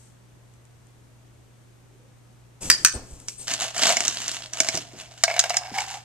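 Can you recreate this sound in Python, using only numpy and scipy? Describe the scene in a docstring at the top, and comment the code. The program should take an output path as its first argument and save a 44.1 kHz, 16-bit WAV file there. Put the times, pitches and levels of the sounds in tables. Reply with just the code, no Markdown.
"""A soft rustle dies away over a faint hum and the air of a quiet room, where dry pet food is served.
Two sharp snaps follow: latches crack open, rebound, and set a plastic tub and its lid ringing.
Then a hollow scoop digs: rubbing pellets are dense random contacts shaped by filters, while
scraping and single blows excite the modes of the scoop's wall and the air of its cavity.
Each nearby source reaches two ports with a small lag, early reflections and a diffuse tail."""
import sys
import numpy as np
from scipy import signal
from scipy.fft import rfft, irfft, next_fast_len
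from scipy.io import wavfile
from scipy.ndimage import map_coordinates

SR = 44100
rng = np.random.default_rng(int(sys.argv[2]) if len(sys.argv) > 2 else 0)


def master(y):
    """Save y as 16-bit WAV."""
    cut = np.clip(np.atleast_2d(y).T, -1, 1)
    pcm = np.round(cut * 32767)  # scale
    wavfile.write(sys.argv[1], SR, pcm.astype(np.int16))


N = 266364  # length in samples

# Latches snapping open: start_s, crack_peak_db, tub_setting_db, lid_setting_db
# (the last two are relative to the crack, before the trims in latches)
LATCH_SNAPS = [(2.7003, 8, -6, -11.5), (2.848, 7.5, -34, -2.5)]
# Bending modes of the tub, then of its lid: centre_hz, width_hz, level_db
TUB_MODES = [(4620, 220, -6), (4890, 240, 0)]
LID_MODES = [(1434, 220, -3.5), (1534, 160, 0), (1766, 60, 2), (2550, 250, -6), (6130, 240, 3)]
# A latch rebounds at even steps; all rebounds lose REBOUND_DB of crack, and each one adds the losses below
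BOUNCE_S, REBOUND_DB = 0.0116, 17
CRACK_LOSS_DB, TUB_LOSS_DB, LID_LOSS_DB = 3.5, 2.5, 5.5

# Hands taking hold of the lid: start_s, length_s, hiss_setting_db (before a trim), flex_db
LID_GRIPS = [(2.605, .1, -30, -39), (2.773, .06, -40, -46), (2.934, 0.028, -43, -33),
             (3.012, 0.25, -49, -53.5), (3.094, 0.023, -45, -51.5), (3.273, 0.014, -32, -58),
             (3.379, 0.061, -37.5, -51)]
GRIP_RISE_S, GRIP_T60_S = 0.018, 0.33
# Thin squeaks of the lid: centre_s, half_length_s, level_db, pitch_hz
LID_SQUEAKS = [(2.948, 0.0058, -29.5, 8280), (3.41, 0.017, -39, 8320)]
# Soft bumps of the tub and bowl: start_s, peak_db, top_hz, t60_s
SOFT_BUMPS = [(2.648, -29, 219, 0.27), (2.951, -24.5, 90, 0.14), (3.109, -32, 61, 0.25),
              (4.741, -26, 340, 0.28), (4.935, -34.5, 454, 0.21), (5.715, -31, 343, 0.1)]

# Strokes that set the kibble moving: start_s, rise_s, length_s (rise included), level_db,
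# pressure_db (on the scoop); the layers in digging add trims of their own
SCOOP_STROKES = [(3.467, 0.015, 0.059, -27.5, -8.5), (3.578, 0.051, 0.054, -25, -4.5),
                 (3.738, 0.034, .09, -26, -5), (3.8, 0.038, 0.12, -20.5, -5.5),
                 (3.96, 0.034, 0.07, -30, -7), (4.033, 0.018, 0.32, -31.5, -17),
                 (4.37, 0.022, 0.085, -42.5, -5.5), (4.515, .04, 0.23, -34, -6.5),
                 (4.718, 0.027, 0.027, -27.5, -12), (4.808, 0.016, 0.36, -53, 1.5),
                 (4.956, 0.035, 0.042, -40.5, -4.5), (5.151, 0.064, .07, -45, -24),
                 (5.255, 0.026, 0.33, -39, 3), (5.607, 0.022, 0.089, -52, 14.5),
                 (5.717, 0.047, 0.096, -32, 0.5), (5.86, 0.033, 0.087, -37, -1)]
STROKE_T60_S = 0.28  # the pellets settle after each stroke
SCRAPE_DB, DRUM_DB = -8, -0.5  # wall and cavity, relative to level plus pressure
LIFT_S = 5.0  # the scoop is clear of the heap from here
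FREE_WALL_DB = 2.5  # the wall rings more freely once clear
# Low resonance of the full tub: centre_hz, width_hz, level_db
HEAP_MODES = [(262, 125, 0)]

# Loudest pellets striking the scoop: start_s, strength_db, hardness (0 to 1)
PELLET_KNOCKS = [(3.284, -16.5, 1), (3.5372, -7.5, 0.74), (3.7796, -12, 0.81), (3.8345, -4, 0.62),
                 (3.869, -3.5, 0.6), (3.9024, -8.5, 0.18), (3.9686, -1.5, 0.6), (4.0051, -4.5, 0.72),
                 (4.0515, -12.5, 0.97), (4.0799, -5.5, .95), (4.28, -13.5, 0.88), (4.3154, -17, .95),
                 (4.5337, -14.5, 0.9), (4.6028, 3.5, 0.71), (4.6462, -12.5, 0.47), (4.6867, -1.5, 0.67),
                 (4.7524, -10.5, 0.82), (4.773, -7.5, 0.6), (5.2369, 6, 0.59), (5.2795, -10, 0.21),
                 (5.2995, -15, .2), (5.312, -15.5, 0.08), (5.3395, -15, 0.28), (5.3641, -14.5, 0.17),
                 (5.3795, -18.5, 0.06), (5.3926, 1.5, 0.94), (5.4, -7.5, .97), (5.4389, -8, .35),
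                 (5.4962, -9, 0.64), (5.504, -10.5, 0.12), (5.5422, -10, 0.5), (5.5684, -1, 0.66),
                 (5.7845, -8.5, 0.3), (5.8045, -11, 0.6)]
# A dull blow loses click; a hard one loses wall and cavity
DULL_CLICK_DB, HARD_WALL_DB, HARD_CAVITY_DB = -21, -16, -35.5
SPOT_DB = 3.5  # scatter of the wall's mode levels from blow to blow
# Pitch of the air in the scoop: time_s, pitch_hz
CAVITY_PITCH = [(3.45, 678), (4.2, 695), (4.6, 640), (5.3, 678), (5.6, 718), (5.76, 783)]
# Bending modes of the scoop's wall: centre_hz, width_hz, level_db
WALL_MODES = [(1590, 226, -1), (2230, 140, 3), (2800, 370, -5), (3930, 280, -6), (5050, 380, -2.5)]
# Small ticks: start_s, peak_db
SMALL_TICKS = [(0.538, -46.5), (0.653, -45), (0.869, -48), (2.926, -20), (3.201, -31)]

# Spectra of latch crack, pellet click, rubbing kibble, sliding plastic, flexing lid and room air:
# frequency_hz, density_db (per hertz, relative)
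CRACK_SPECTRUM = [(900, -12), (1450, 3), (2600, -6), (3500, -6), (4800, 6.5), (6400, -4.5), (8000, -3.5),
                  (14000, -15)]
CLICK_SPECTRUM = [(300, -55.5), (1000, -5.5), (5200, 8.5), (6800, 10.5), (9000, 3), (15000, -50)]
RUB_SPECTRUM = [(60, -31.5), (450, -9.5), (1200, -5.5), (3000, 0), (7300, -3.5), (14000, -24), (16000, -83)]
SLIDE_SPECTRUM = [(200, -44), (1500, -9), (4000, -3.5), (8300, 4), (14000, -16.5), (16000, -36)]
FLEX_SPECTRUM = [(30, 2), (150, -1.5), (400, -2.5), (900, -11.5), (6000, -38)]
AIR_SPECTRUM = [(20, -11), (65, 0), (250, -7), (1000, -17.5), (5000, -28.5), (14000, -35), (15500, -70)]

# Tones of the appliance: pitch_hz, level_db (rms)
HUM_TONES = [(59.6, -68.5), (119.6, -52.5)]
# Faint stirrings in the room: centre_s, level_db, pitch_hz
ROOM_STIRS = [(1.94, -60.5, 360), (2.05, -62, 520)]
STIR_WIDTH_HZ = 70
# Decay of the diffuse tail: frequency_hz, t60_s
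ROOM_DECAY = [(5000, 0.37), (14000, 0.17)]
EARLY_DB = -21  # each early reflection from floor and furniture
# Responses of the left and right microphone ports: frequency_hz, gain_db
LEFT_PORT = [(100, -2.5), (6500, -1), (7900, 7), (9800, 3.5), (13000, -0.5)]
RIGHT_PORT = [(100, -2.5), (5000, -1.5), (6600, 6), (7900, -4), (11000, -10.5)]
TOP_HZ = 15300  # upper band edge


def latches():
    """Impact and modal ringing: each snap and its fading rebounds crack and excite the tub and lid."""
    out = np.zeros(N)
    for start, db, tub_db, lid_db in LATCH_SNAPS:
        for k in range(5):
            s = start + k * BOUNCE_S
            crack_db = db - REBOUND_DB * (k > 0) - k * CRACK_LOSS_DB
            crack = peak(coloured(burst(t60=0.015), CRACK_SPECTRUM))
            # twice through the modes, for narrower resonances
            tub = peak(resonant(resonant(burst(t60=0.023), TUB_MODES), TUB_MODES))
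            lid = peak(resonant(burst(t60=0.023), LID_MODES))
            add(out, s, amp(crack_db) * crack)
            add(out, s, amp(db + tub_db - 7.5 - k * TUB_LOSS_DB) * tub)
            add(out, s, amp(db + lid_db - 6.0 - k * LID_LOSS_DB) * lid)
    return out


def handling():
    """Friction: at each grip the lid slides with a fine hiss and flexes; twice it squeaks thinly."""
    _, _, hiss_db, flex_db = np.transpose(LID_GRIPS)
    shapes = [stroke(s, GRIP_RISE_S, length, GRIP_T60_S) for s, length, _, _ in LID_GRIPS]
    contacts = grains(rate=5200, spread_db=2, t60=0.0049)
    hiss = together(hiss_db - 7, shapes) * unit(coloured(contacts, SLIDE_SPECTRUM))
    flex = together(flex_db, shapes) * noise(FLEX_SPECTRUM)
    squeaks = sum(amp(db) * swell(s, half, hz, width_hz=68) for s, half, db, hz in LID_SQUEAKS)
    return hiss + flex + squeaks


def bumps():
    """Soft impact: dull knocks of hand and plastic hold only a low band, two octaves wide."""
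    out = np.zeros(N)
    for s, db, top_hz, t60 in SOFT_BUMPS:
        band = signal.butter(2, [top_hz / 4, top_hz], "bandpass", fs=SR, output="sos")
        add(out, s, amp(db) * peak(signal.sosfilt(band, burst(t60, size=16384))))
    return out


def digging():
    """Granular friction: pellets rub and crackle, scrape the scoop's wall and drum on its cavity."""
    *_, db, pressure_db = np.transpose(SCOOP_STROKES)
    shapes = [stroke(s, rise, length, STROKE_T60_S) for s, rise, length, _, _ in SCOOP_STROKES]
    motion = together(db, shapes)
    on_wall = together(db + SCRAPE_DB + pressure_db, shapes) * amp(FREE_WALL_DB * ~in_heap())
    on_cavity = together(db + DRUM_DB + pressure_db, shapes)

    crackle = 1.2 * unit(grains(rate=150, spread_db=4, t60=0.012))
    pellets = unit(grains(rate=1400, spread_db=1.5, t60=0.033)) + crackle
    wall_contacts = grains(rate=380, spread_db=4, t60=0.003)
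    cavity_contacts = grains(rate=400, spread_db=2.5, t60=0.0035)

    rub = amp(-0.6) * motion * unit(coloured(pellets, RUB_SPECTRUM))
    scrape = on_wall * unit(resonant(wall_contacts, WALL_MODES))
    drum = on_cavity * unit(cavity(cavity_contacts, width_hz=58))
    rumble = amp(-21) * motion * unit(resonant(pellets * in_heap(), HEAP_MODES))
    return rub + scrape + drum + rumble


def knocks():
    """Contact stiffness: hard blows click, duller ones ring wall and cavity; in the heap the tub thuds."""
    out, blows = np.zeros(N), np.zeros(N)
    for s, db, hard in PELLET_KNOCKS:
        pellet = [(5400 * np.exp(rng.normal(0, 0.063)), 350, -3)]  # each pellet has its own pitch
        click = peak(coloured(burst(t60=0.025), CLICK_SPECTRUM))
        click = click + amp(-4.5) * peak(resonant(burst(t60=0.017), pellet))
        # each spot struck favours other modes
        spot = [(hz, width, mode_db + rng.normal(0, SPOT_DB)) for hz, width, mode_db in WALL_MODES]
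        wall = peak(resonant(burst(t60=0.033), spot))
        thud = (s < LIFT_S) * peak(resonant(burst(t60=0.05), HEAP_MODES))
        add(out, s, amp(db + DULL_CLICK_DB * (1 - hard)) * click)
        add(out, s, amp(db + 0.6 + HARD_WALL_DB * hard) * wall)
        add(out, s, amp(db - 27.5) * thud)
        add(blows, s, amp([db + 0.62 + HARD_CAVITY_DB * hard ** 1.12]))
    return out + cavity(blows, width_hz=38)


def ticks():
    """Brief contact: each small tick is one fast-dying burst with the spectrum of sliding plastic."""
    out = np.zeros(N)
    for s, db in SMALL_TICKS:
        add(out, s, amp(db) * peak(coloured(burst(t60=0.011), SLIDE_SPECTRUM)))
    return out


def cavity(x, width_hz):
    """Air resonance: the scoop's pitch follows its filling and wavers as pellets shift."""
    shift = map_coordinates(rng.standard_normal(N // 900 + 4), [np.arange(N) / 900])
    times, pitches = np.transpose(CAVITY_PITCH)
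    pitch = np.interp(np.arange(N) / SR, times, pitches) * np.exp(0.026 * shift)
    turn = np.exp(2j * np.pi * np.cumsum(pitch) / SR)
    # a one-pole decay in the frame that turns at the moving pitch
    ring = (turn * signal.lfilter([1], [1, -np.exp(-np.pi * width_hz / SR)], x / turn)).real
    # a small mouth radiates no bass
    return signal.sosfilt(signal.butter(4, 520, "highpass", fs=SR, output="sos"), ring)


def in_heap():
    """Damping and coupling: true while kibble damps the scoop's wall and couples it to the tub."""
    return np.arange(N) / SR < LIFT_S


def background():
    """Steady tones and diffuse noise: appliance hum, room air, stirrings and the opening rustle."""
    t = np.arange(N) / SR
    hum = sum(np.sqrt(2) * amp(db) * np.sin(2 * np.pi * (hz * t + rng.random())) for hz, db in HUM_TONES)
    shared_air = amp(-61.5) * noise(AIR_SPECTRUM)
    own_air = amp(-55) * np.array([noise(AIR_SPECTRUM), noise(AIR_SPECTRUM)])
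    fade = amp(-59.5) * np.exp(-(t / 0.12) ** 2)
    rustle = fade * np.array([noise(SLIDE_SPECTRUM), noise(SLIDE_SPECTRUM)])
    stirs = sum(amp(db) * swell(s, 0.045, hz, width_hz=STIR_WIDTH_HZ) for s, db, hz in ROOM_STIRS)
    return hum + shared_air + own_air + rustle + stirs


def room(x):
    """Reverberation: a diffuse tail for each port, whose treble dies first."""
    _, t, z = signal.stft(hz_noise := rng.standard_normal((2, SR // 2)), SR, nperseg=256)
    hz = np.fft.rfftfreq(256, 1 / SR)
    tail = signal.istft(z * amp(-60 * t / along(ROOM_DECAY, hz)[:, None]), SR, nperseg=256)[1]
    tail = np.pad(tail / np.linalg.norm(tail[0]), ((0, 0), (SR // 250, 0)))  # starts 4 ms late
    return signal.fftconvolve(x[None], tail, axes=1)[:, :N]


def placed(x, lag_ms, room_db):
    """Interaural lag and reflection: sound from the right reaches the left port later, then echoes."""
    lag = lag_ms / 1000
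    direct = filtered(x, lambda hz: np.exp(1j * np.pi * hz * lag * np.array([[-1], [1]])))
    early = np.zeros((2, SR // 40))
    for port in early:
        port[rng.integers(SR // 900, SR // 50, size=8)] = rng.choice([-1, 1], size=8) * amp(EARLY_DB)
    return direct + signal.oaconvolve(x[None], early, axes=1)[:, :N] + amp(room_db) * room(x)


def stroke(start, rise, length, t60):
    """Movement envelope: linear rise, hold, and exponential decay once the length is over."""
    t = np.arange(N) / SR - start
    return np.clip(t / rise, 0, 1) * amp(-60 * np.maximum(t - length, 0) / t60)


def together(levels_db, shapes):
    """Energy addition: the joint level of overlapping movements."""
    return np.sqrt(amp(levels_db) ** 2 @ np.square(shapes))


def swell(s, half, hz, width_hz):
    """Narrow-band noise: it rises and falls around one moment."""
    band = unit(filtered(rng.standard_normal(N), lambda f: np.exp(-((f - hz) / width_hz) ** 2)))
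    return band * np.exp(-((np.arange(N) / SR - s) / half) ** 2 / 2)


def grains(rate, spread_db, t60, count=12):
    """Random contacts: hits of unequal force among several pellets, each with its own ring."""
    force_db = spread_db * np.clip(rng.standard_normal((count, N)), -2, 2)
    hits = (rng.random((count, N)) < rate / count / SR) * amp(force_db)
    rings = np.array([burst(t60, size=1024) for _ in range(count)])
    return signal.oaconvolve(hits, rings, axes=1).sum(0)[:N]


def burst(t60, size=4096):
    """Decaying noise: the dense, fast-dying ring of one contact."""
    return rng.standard_normal(size) * amp(-60 * np.arange(size) / SR / t60)


def resonant(x, modes):
    """Modal resonance: parallel band-pass modes of alternating sign."""
    def response(f):
        total = 0
        for k, (centre, width, db) in enumerate(modes):
            damping = 1j * f * width
            total = total + (-1) ** k * amp(db) * damping / (centre * centre - f * f + damping)
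        return total
    return filtered(x, response)


def noise(spectrum):
    """Stationary noise: a coloured spectrum at rms 1."""
    return unit(filtered(rng.standard_normal(N), lambda hz: amp(along(spectrum, hz))))


def coloured(x, spectrum, size=1024):
    """Minimum-phase filtering: the folded cepstrum gives a causal filter of this spectrum."""
    cepstrum = irfft(np.log(amp(along(spectrum, np.fft.rfftfreq(size, 1 / SR)))))
    cepstrum[1:size // 2] *= 2
    cepstrum[size // 2 + 1:] = 0
    return signal.fftconvolve(x, irfft(np.exp(rfft(cepstrum))))[:len(x)]


def filtered(x, response):
    """Linear filtering: multiply the spectrum by a complex response of frequency."""
    n = x.shape[-1]
    m = next_fast_len(n + SR // 10, True)
    return irfft(rfft(x, m) * response(np.fft.rfftfreq(m, 1 / SR)), m)[..., :n]


def along(points, hz):
    """Logarithmic frequency: interpolate (frequency_hz, value) points on a log axis."""
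    f, v = np.transpose(points)
    return np.interp(np.log(hz + 1), np.log(f + 1), v)


def add(track, s, sound):
    """Superposition: add a sound to a track at a time in seconds."""
    part = track[max(round(s * SR), 0):][:len(sound)]
    part += sound[:len(part)]


def amp(db):
    """Decibels to amplitude gain."""
    return 10 ** (np.asarray(db) / 20)


def unit(x):
    """Normalisation to rms 1."""
    return x / np.sqrt(np.mean(x ** 2) + 1e-20)


def peak(x):
    """Normalisation to peak 1."""
    return x / (np.abs(x).max() + 1e-20)


def scene():
    """Superposition of near sources to the right; the scoop is a little louder in the right port."""
    tub = placed(latches(), lag_ms=0.073, room_db=-14.5)
    tub = tub + placed(handling() + bumps(), lag_ms=0.071, room_db=-13)
    scoop = placed(digging(), lag_ms=0.073, room_db=-13)
    scoop = scoop + placed(knocks() + ticks(), lag_ms=0.065, room_db=-18.5)
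    return tub + scoop * amp([[-0.6], [0.6]]) + background()


def record(dry):
    """Port resonance and saturation: each port colours the treble, peaks clip, the band ends steeply."""
    ports = np.array([coloured(dry[0], LEFT_PORT), coloured(dry[1], RIGHT_PORT)])
    return filtered(np.clip(ports, -0.88, 0.88), lambda hz: 1 / (1 + (hz / TOP_HZ) ** 70))


dry = scene()
out = record(dry)
master(out)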